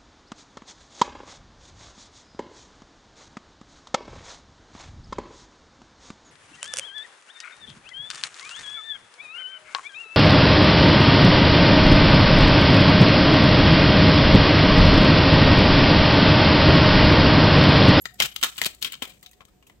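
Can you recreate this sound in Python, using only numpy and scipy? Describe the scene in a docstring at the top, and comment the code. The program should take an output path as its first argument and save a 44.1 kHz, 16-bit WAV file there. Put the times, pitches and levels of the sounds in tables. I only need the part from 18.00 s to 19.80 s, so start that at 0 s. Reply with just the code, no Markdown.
"""Thin plastic support strands crack off a curved printed shell, flexed by two hands close to a stereo microphone pair.
Each crack is a short rough noise burst filtered by the shell's resonances, with two dying notes; splinters trail it.
A small metal part ticks at the wrist: noise through sharp high resonances. Fingers rustle (bright noise grains)
and rumble (low noise) on the shell. A small room answers with noise tails, over a faint hum, tones and hush."""
import sys
import numpy as np
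from scipy import signal
from scipy.fft import rfft, irfft, next_fast_len
from scipy.io import wavfile
from scipy.ndimage import map_coordinates

SR = 44100
rng = np.random.default_rng(int(sys.argv[2]) if len(sys.argv) > 2 else 0)


def wav_out(sig):
    """Save sig, one row per channel (or a flat mono array), as 16-bit PCM at SR to the path in sys.argv[1]."""
    wavfile.write(sys.argv[1], SR, np.round(np.clip(np.atleast_2d(sig).T, -1, 1) * 32767).astype(np.int16))


N = 79380  # samples, 1.8 s


def amp(db):
    """dB to gain."""
    return 10 ** (np.asarray(db) / 20)


def unit(x):
    """Scaled to rms 1."""
    return x / np.sqrt(np.mean(x ** 2) + 1e-20)


def along(points, hz):
    """(Hz, value) points read on a log frequency axis."""
    f, v = np.transpose(points)
    return np.interp(np.log(hz + 1), np.log(f + 1), v)


def over_time(points):
    """(s, value) points joined by straight lines over the whole scene."""
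    return np.interp(np.arange(N) / SR, *np.transpose(points))


def wobble(rate, size=N):
    """A smooth random curve around 0, rate knots a second."""
    knots = rng.standard_normal(size // 8 + 8)
    return map_coordinates(knots, [np.arange(size) * min(rate / SR, 1 / 8)])


def wavering_sine(hz, drift_hz, drift_rate):
    """A sine of rms 1 whose pitch drifts at random."""
    return np.sqrt(2) * np.sin(2 * np.pi * np.cumsum(hz + drift_hz * wobble(drift_rate)) / SR)


def filtered(x, response):
    """x times a complex response of frequency, padded against wrap-around."""
    m = next_fast_len(x.shape[-1] + 4096)
    spectrum = rfft(x, m) * response(np.fft.rfftfreq(m, 1 / SR))
    return irfft(spectrum, m)[..., :x.shape[-1]]


def band(lo_hz, hi_hz):
    """Causal band-pass with power gain 1 for white noise."""
    def edges(f):
        low_cut = (1j * f / lo_hz / (1 + 1j * f / lo_hz)) ** 2
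        return low_cut / (1 + 1.4j * f / hi_hz - (f / hi_hz) ** 2) ** 2
    return lambda f: edges(f) / np.sqrt(np.mean(np.abs(edges(f)) ** 2))


def ring(f, hz, width):
    """Response of one resonance, gain 1 at its centre."""
    return 1j * f * width / (hz * hz - f * f + 1j * f * width)


# Hush of the room. Each row: frequency in Hz, relative density in dB per Hz.
HUSH_SPECTRUM = [(15, -32.5), (25, -4), (192, -6), (358, -5), (706, -12.5), (1430, -21), (1600, -19),
                 (9330, -31.5), (15200, -25.5), (16500, -50)]
# How alike the hush is at the two ports. Each row: frequency in Hz, left-right correlation.
HUSH_LIKENESS = [(40, 1), (250, 0.43), (1000, .3), (4000, .05)]
# Low hum. Each row: time in seconds, middle level in dB rms.
HUM_LEVEL = [(0.0, -63.5), (0.42, -62), (0.626, -68), (0.802, -62), (0.922, -65.5), (1.148, -66.5),
             (1.724, -66.5), (1.8, -67.5)]
# Faint wavering tones in the room. 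Each row: middle frequency in Hz, middle level in dB rms.
ROOM_TONES = [(195, -77.5), (725, -77)]
HUSH_DB, HUSH_WAVER_DB = -63.5, 2.5
HUM_HZ, HUM_WAVER_DB, TONE_WAVER_DB = 58, 2.5, 9


def background():
    """Room hush, most alike at both ports in the bass, an unsteady low hum and faint tones."""
    def mid_side(hz):
        turn = np.arccos(np.clip(along(HUSH_LIKENESS, hz), -1, 1)) / 2
        return amp(along(HUSH_SPECTRUM, hz)) * [np.cos(turn), np.sin(turn)]
    mid, side = filtered(rng.standard_normal((2, N)), mid_side)
    hush = np.array([mid + side, mid - side]) / np.sqrt(np.mean(mid ** 2))
    hum = wavering_sine(HUM_HZ, 2.2, 0.9) * amp(over_time(HUM_LEVEL) + HUM_WAVER_DB * wobble(26))
    tones = sum(amp(db + TONE_WAVER_DB * wobble(21)) * wavering_sine(hz, 4, 2.9) for hz, db in ROOM_TONES)
    return amp(HUSH_DB + HUSH_WAVER_DB * wobble(18)) * hush + hum + tones


# Decay of the small room. 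Each row: frequency in Hz, time to fall 60 dB in seconds.
ROOM_DECAY = [(150, 0.06), (700, 0.25), (2500, 0.23), (6000, 0.22), (14000, 0.2)]
ROOM_DB, ROOM_DELAY_S = -10.5, 0.0024
FLUTTER_DB, FLUTTER_PER_S = 3, 90  # the echo's level flutters at random


def room(x):
    """Noise tails dying at each frequency's own speed, new for every 0.15 s of sound; their level flutters."""
    out, step = np.zeros((2, N + SR)), int(.15 * SR)
    for at in range(0, N, step):
        hz, t, z = signal.stft(rng.standard_normal((2, SR // 2)), SR, nperseg=256)
        decay = amp(-60 * t / along(ROOM_DECAY, hz)[:, None])
        tail = signal.istft(z * decay, SR, nperseg=256)[1]
        wet = signal.fftconvolve(x[:, at:at + step], tail / np.linalg.norm(tail[0]), axes=1)
        out[:, at + round(ROOM_DELAY_S * SR):][:, :wet.shape[1]] += wet
    return out[:, :N] * amp(FLUTTER_DB * wobble(FLUTTER_PER_S))


# Hands on the shell. 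Each row: time in seconds, middle level of the low rumble in dB rms.
HANDLING_LEVEL = [(0.0, -64), (0.46, -65.5), (0.836, -68), (1.178, -64), (1.308, -68.5), (1.724, -70),
                  (1.8, -65.5)]
HANDLING_HZ, HANDLING_LUMP_DB = (80, 190), 3


def handling():
    """Hands shifting the shell give a lumpy low rumble: band-passed noise, partly shared by the ports."""
    shared, left, right = rng.standard_normal((3, N))
    pair = np.array([shared + 0.33 * left, shared + 0.62 * right])
    low = unit(filtered(pair, band(*HANDLING_HZ)))
    return low * amp(over_time(HANDLING_LEVEL) + HANDLING_LUMP_DB * wobble(11))


# Brushing close to the ports. Each row: time in seconds, level of the fine rustle in dB.
RUSTLE_LEVEL = [(0.0, -58.5), (0.254, -65), (0.36, -60), (0.466, -47), (0.742, -62), (1.298, -66.5),
                (1.448, -87), (1.8, -83)]
RUSTLE_PER_S, RUSTLE_T60, RUSTLE_HZ = 690, .015, 4003  # grains a second, decay in s, low edge in Hz
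RUSTLE_SPREAD_DB = 3


def rustle():
    """Loose plastic hairs and fingers brush the shell: tiny bright noise grains at random moments."""
    t = np.arange(SR // 50) / SR
    strength = amp(RUSTLE_SPREAD_DB * rng.exponential(size=N))
    hits = (rng.random(N) < RUSTLE_PER_S / SR) * strength
    envelope = np.convolve(hits, amp(-60 * t / RUSTLE_T60))[:N]
    grains = envelope * rng.standard_normal((2, N))
    bright = unit(filtered(grains, band(RUSTLE_HZ, SR / 2.2)))
    return bright * amp(over_time(RUSTLE_LEVEL))


# Ticks at the wrist. Each row: start in seconds, level in dB, swell in seconds.
WRIST_TICKS = [(.006, -35, 0.018), (0.134, -50, 0.0077), (0.289, -46.5, 0.017), (0.337, -47, 0.0062)]
# Metal resonances, each applied twice. Each row: frequency in Hz, level in dB, width of one pass in Hz.
METAL_MODES = [(7125, -15, 590), (11480, 12, 200), (11780, -12.5, 1500), (12490, -8.5, 200)]
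TICK_T60, TICK_PAN_DB = 0.029, -6  # decay in s; negative leans right


def ticks():
    """A small metal part scrapes briefly and sings high and thin: noise through narrow resonances."""
    out, t = np.zeros(N + SR), np.arange(SR // 8) / SR

    def metal(f):
        return sum(amp(level) * ring(f, hz, width) ** 2 for hz, level, width in METAL_MODES)
    for s, db, swell in WRIST_TICKS:
        song = unit(filtered(rng.standard_normal(len(t)), metal))
        envelope = np.where(t < swell, (t / swell) ** 2, amp(-60 * (t - swell) / TICK_T60))
        out[round(s * SR):][:len(t)] += amp(db) * song * envelope
    return out[:N] * amp([[TICK_PAN_DB / 2], [-TICK_PAN_DB / 2]])


def struck(after, hz, q, rise):
    """One dying note, pushed either way."""
    decay = np.exp(-np.pi * hz * after / q)
    return rng.choice([-1, 1]) * np.sin(2 * np.pi * hz * after) * (1 - np.exp(-after / rise)) * decay


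# Resonances of the shell. Each row: frequency in Hz, width in Hz, middle level in dB over the bare crack.
SHELL_MODES = [(1076, 59, 2), (1321, 110, 2.5), (1682, 22, -2.5), (2240, 250, -15.5), (2437, 70, 3),
               (3110, 380, 2), (3720, 160, -2.5), (6314, 24, 4.5), (7210, 92, -4)]
MODE_SCATTER_DB = 3  # change of each mode from crack to crack
STRAND_Q, STRAND_DB = 5, -2  # sharpness and level of the strand's own note in the burst


def shell(strand_hz):
    """The bare crack, the strand's note and the shell's resonances, weighted anew for each breaking point."""
    new_db = MODE_SCATTER_DB * rng.standard_normal(len(SHELL_MODES))

    def response(f):
        strand = amp(STRAND_DB) * ring(f, strand_hz, strand_hz / STRAND_Q)
        modes = sum(amp(db + new) * ring(f, hz, width) for (hz, width, db), new in zip(SHELL_MODES, new_db))
        return 1 + strand + modes
    return response


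LEAD_S, NOTE_LEAD_S = 0.00017, .00007  # left port hears first; the notes lead by less than the bursts
UNLIKE_DB, UNLIKE_HZ = 3, 930  # part of each burst that differs between ports, fading below this Hz
ONSET_S = 0.0004  # delay from each row's time to the burst's front
RISE_S, SOFTER = .0004, .15  # attack of a crack at 0 dB; dB longer for each dB weaker
SNAP_DB, SNAP_T60 = -3, 0.0028  # sharp front of each burst
SWELL_DB, SWELL_S = -27, .005  # faint noise rising for a few ms before each burst
GRAIN_DB, GRAINS_PER_S = 2.5, 1500  # unevenness of the burst
SPLINTERS_PER_S, SPLINTER_DB, SPLINTER_T60, SPLINTER_SPREAD_DB = 250, -3, .07, 2.5  # trailing crackle
NOTE_DB, NOTE_Q, NOTE_RISE_S = 1.5, 18, .0008  # the strand's note rung clear, over the crack's level
KNOCK_DB, KNOCK_Q = 5, 4.75  # the shell's low knock, over the row's band levels read at its pitch
# Breaking strands. Each row: time in seconds, level in dB, levels of the five bands in dB over it before
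# the band gain, strand note in Hz, knock in Hz, left over right in dB, burst t60 in seconds before the stretch.
STRAND_CRACKS = [(0.055, -18, -27.5, -12.5, -7.5, -10, -18, 2006, 723, 9, 0.012),
                 (0.201, -2, -37, -11, -12.5, -9.5, -15, 3240, 154, 8, 0.0083),
                 (0.204, -11.5, -28, -10.5, -6.5, -24, -20, 2130, 248, -2.5, 0.03),
                 (0.221, -7.5, -38, -25, -15.5, -13, -15.5, 3010, 480, 8.5, 0.028),
                 (0.231, -15.5, -29, -28, -19, -14, -16.5, 2740, 267, 7, 0.034),
                 (0.236, -18.5, -20.5, -20, -15, -8.5, -11.5, 3116, 130, 5, 0.014),
                 (0.255, -23.5, -32, -39, -37, -11, -13, 3030, 404, 1, 0.024),
                 (0.258, -20.5, -45, -46, -36, -21, -6.5, 2970, 390, 4.5, 0.019),
                 (0.361, -16.5, -35, -21.5, -17.5, -11, -12.5, 3066, 390, 9.5, 0.016),
                 (0.412, -28.5, -33, -28, -17, -15.5, -15, 3070, 410, -8.5, 0.048),
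                 (0.428, -15.5, -23, -51, -9.5, -5.5, -11.5, 3350, 280, 5.5, 0.031),
                 (0.435, -5, -67, -27, -11, -9, -9.5, 3724, 700, 2.5, 0.014),
                 (0.442, -11.5, -41, -21, -8.5, -11, -10.5, 2950, 670, 1.5, 0.017),
                 (0.446, -19, -50, -45, -18, -31, -11, 3360, 774, 1.5, 0.02),
                 (0.452, -24, -24.5, -26, -9.5, -9, -20, 1810, 650, 0, 0.046),
                 (0.557, -43, -26, -23, -9, -9, -14.5, 3630, 371, 4, 0.098),
                 (0.579, -31, -19.5, -12, -4.5, -1, -2, 2840, 690, 5.5, 0.045),
                 (0.615, -11.5, -25, -10, -7, -8, -10, 2044, 730, 6.5, 0.018),
                 (0.627, -24, -33, -14, -14, -20, -7, 3440, 76, 5, 0.017),
                 (0.637, -17.5, -42, -34, -18.5, -11.5, -17, 3220, 678, -2.5, 0.016),
                 (0.645, -16, -43, -16, -25, -7, -6.5, 3880, 229, 4, 0.011),
                 (0.655, -20.5, -33, -15, -12.5, -6.5, -11, 4160, 400, 1.5, 0.053),
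                 (0.659, -27.5, -15, -13.5, -10, -1, 2.5, 2800, 393, 12.5, 0.018),
                 (0.662, -13.5, -26, -10.5, -15, -11.5, -9, 3180, 980, 4.5, 0.02),
                 (0.747, -38.5, -32, -23, -31, -34, -7.5, 4300, 277, 7.5, 0.018),
                 (0.813, -46, -17, -29, -7, -22, -0.5, 3750, 143, 8.5, 0.05),
                 (0.818, -40.5, -41, -28, -15, 0, -11, 3030, 393, 4, 0.026),
                 (0.824, -25, -24, -10.5, -9, -0.5, -1, 4100, 944, 8, 0.029),
                 (0.846, -17, -33, -33, -23.5, -8.5, -11, 3190, 398, 7, 0.02),
                 (0.854, -22, -29, -22.5, -16.5, -15, -19.5, 2580, 403, 4.5, 0.056),
                 (0.87, -37, -23, -17, -27, -34, -26.5, 2440, 229, 0.5, 0.026),
                 (0.899, -34.5, -19.5, -21, -13, -30, -17.5, 2940, 308, 14.5, 0.0066),
                 (0.921, -27, -44, -19, -50, -8, -5, 3080, 135, 6.5, 0.021),
                 (0.931, -24, -32, -32, -12.5, -14.5, -14.5, 2900, 799, 9.5, 0.019),
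                 (0.939, -29, -56, -22.5, -48, -11, -17.5, 2880, 164, 5.5, 0.022),
                 (0.951, -32, -28, -34, -12.5, -11, -22, 3080, 217, 5.5, 0.016),
                 (1.021, -21, -18.5, -6, -5.5, -15, -17.5, 3052, 254, 13.5, 0.015),
                 (1.023, -20.5, -31.5, -49, -17.5, -15, -15.5, 2180, 124, 4.5, 0.067),
                 (1.052, -25, -26, -9, -12.5, -15, -12.5, 3450, 640, 4.5, 0.0096),
                 (1.074, -40.5, -14.5, -18, -12, -10, -9, 2310, 320, 7.5, 0.049),
                 (1.094, -41, -21.5, -26.5, -26, -9.5, -9.5, 3430, 234, 4.5, 0.067),
                 (1.12, -43.5, -26, -24.5, -20, -11.5, -16, 2800, 199, 6, 0.021),
                 (1.135, -46.5, -16, -12.5, -13, -17, -18, 3070, 133, 7, 0.12),
                 (1.227, -42, -19, -4, -8, -6.5, -5, 1940, 190, 6, 0.047),
                 (1.245, -54.5, -15, -35.5, -26.5, -7.5, -14, 3900, 217, 4, 0.056),
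                 (1.261, -31.5, -32, -19, -32, -11.5, -15.5, 3790, 216, 7, 0.018),
                 (1.292, -48.5, -33, -44.5, -34.5, -23, -11, 2690, 176, 8.5, 0.023),
                 (1.312, -46.5, -25, -26, -17, -14.5, -6.5, 2530, 131, 1.5, 0.053),
                 (1.331, -46.5, -18.5, -7.5, -13, -9, -10.5, 1930, 133.6, 3, 0.036),
                 (1.405, -37.5, -18, -9.5, -8.5, -23.5, -29, 1100, 764, 9.5, 0.032),
                 (1.414, -47.5, -12, 1.5, -20.5, -11.5, -15.5, 1153, 180, 7, 0.03),
                 (1.451, -48.5, -9, -5.5, -7, -1.5, -2.5, 6560, 141.4, 6.5, 0.017),
                 (1.483, -51.5, -16, -13.5, -14, -13.5, -13.5, 1258, 131.7, 9, 0.043),
                 (1.625, -44.5, -17, -6.5, -10.5, -17.5, -21, 2830, 1032, 4, 0.03),
                 (1.667, -42.5, -23, -11.5, -16.5, -17, -13, 2660, 433, 2.5, 0.077),
                 (1.697, -41, -14, -2.5, -6.5, -19.5, -14, 2010, 990, 5.5, 0.017)]
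# Burst bands. Each row: low edge in Hz, high edge in Hz, stretch of the burst t60 as a factor, gain in dB.
BURST_BANDS = [(101.7, 804, 3.28, 5.5), (600, 1305, 2, -0.5), (1470, 2536, 1.96, 3),
               (2600, 4950, 1.328, 6.5), (5330, 24800, 1.1, 8)]


def cracks():
    """A faint noise swell leads into each uneven burst; strand note and shell knock ring, splinters trail."""
    size, lead = SR // 8, SR // 50
    out = np.zeros((2, 2, N + SR))  # bursts and notes, each left and right
    t = (np.arange(size) - lead) / SR
    after = np.maximum(t, 0)
    centres = [np.sqrt(lo * hi) for lo, hi, *_ in BURST_BANDS]
    for s, level_db, *bands_db, strand_hz, knock_hz, pan_db, t60 in STRAND_CRACKS:
        shared, left, right = rng.standard_normal((3, size))
        grain = amp(GRAIN_DB * wobble(GRAINS_PER_S, size=size))
        unlike = filtered(np.array([left, right]), lambda f: 1j * f / (UNLIKE_HZ + 1j * f))
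        pair = grain * (shared + amp(UNLIKE_DB) * unlike)

        rise = RISE_S * amp(-SOFTER * level_db)
        front = (1 - np.exp(-after / rise)) * (1 + amp(SNAP_DB - 60 * after / SNAP_T60))
        swell = amp(SWELL_DB) * np.exp(np.minimum(t, 0) / SWELL_S)

        hits = (rng.random(size) < SPLINTERS_PER_S / SR) & (t > 0)
        spread_db = SPLINTER_SPREAD_DB * rng.exponential(size=size)
        splinters = hits * amp(SPLINTER_DB + spread_db - 60 * after / SPLINTER_T60) * np.sign(shared)

        burst = 0
        for db, (lo, hi, stretch, gain_db) in zip(bands_db, BURST_BANDS):
            shape = (front + swell) * amp(-60 * after / (t60 * stretch))
            part = unit(filtered(pair * shape, band(lo, hi))) * np.sqrt(np.mean(shape ** 2))
            burst = burst + amp(db + gain_db) * (part + filtered(splinters, band(lo, hi)))

        knock_db = KNOCK_DB + along(list(zip(centres, bands_db)), knock_hz)
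        note = amp(NOTE_DB) * struck(after, strand_hz, NOTE_Q, NOTE_RISE_S)
        notes = note + amp(knock_db) * struck(after, knock_hz, KNOCK_Q, rise)
        both = np.array([filtered(burst, shell(strand_hz)), [notes, notes]])
        ports = amp([[level_db + pan_db / 2], [level_db - pan_db / 2]])
        out[..., round((s + ONSET_S) * SR) - lead:][..., :size] += both * ports

    def left_first(x, lead_s):
        shift_s = lead_s * np.array([[.5], [-.5]])
        return filtered(x[:, :N], lambda f: np.exp(2j * np.pi * f * shift_s))
    return left_first(out[0], LEAD_S) + left_first(out[1], NOTE_LEAD_S)


def scene():
    """Cracks, ticks and rustle near the ports, their room, handling and background."""
    near = cracks() + ticks() + rustle()
    return near + amp(ROOM_DB) * room(near) + handling() + background()


# Colour of the microphone pair. Each row: frequency in Hz, gain in dB.
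MIC_COLOUR = [(100, -1.5), (1000, -6), (6000, -1.5), (8000, 4), (9600, -8.5), (11500, -5), (15000, -4)]
TOP_HZ, EDGE_HZ, EDGE_WIDTH_HZ, EDGE_DB = 16900, 15900, 60, -18  # silent from the top; a step down at the edge


def record(dry):
    """Soft overload, microphone colour with a dip near 10 kHz, then the band limit."""
    dry = dry / (1 + np.abs(dry / .97) ** 6) ** (1 / 6)

    def microphone(hz):
        edge_db = EDGE_DB * (1 + np.tanh((hz - EDGE_HZ) / EDGE_WIDTH_HZ)) / 2
        return amp(along(MIC_COLOUR, hz) + edge_db) * (hz < TOP_HZ)
    return filtered(dry, microphone)


dry = scene()
out = record(dry)
wav_out(out)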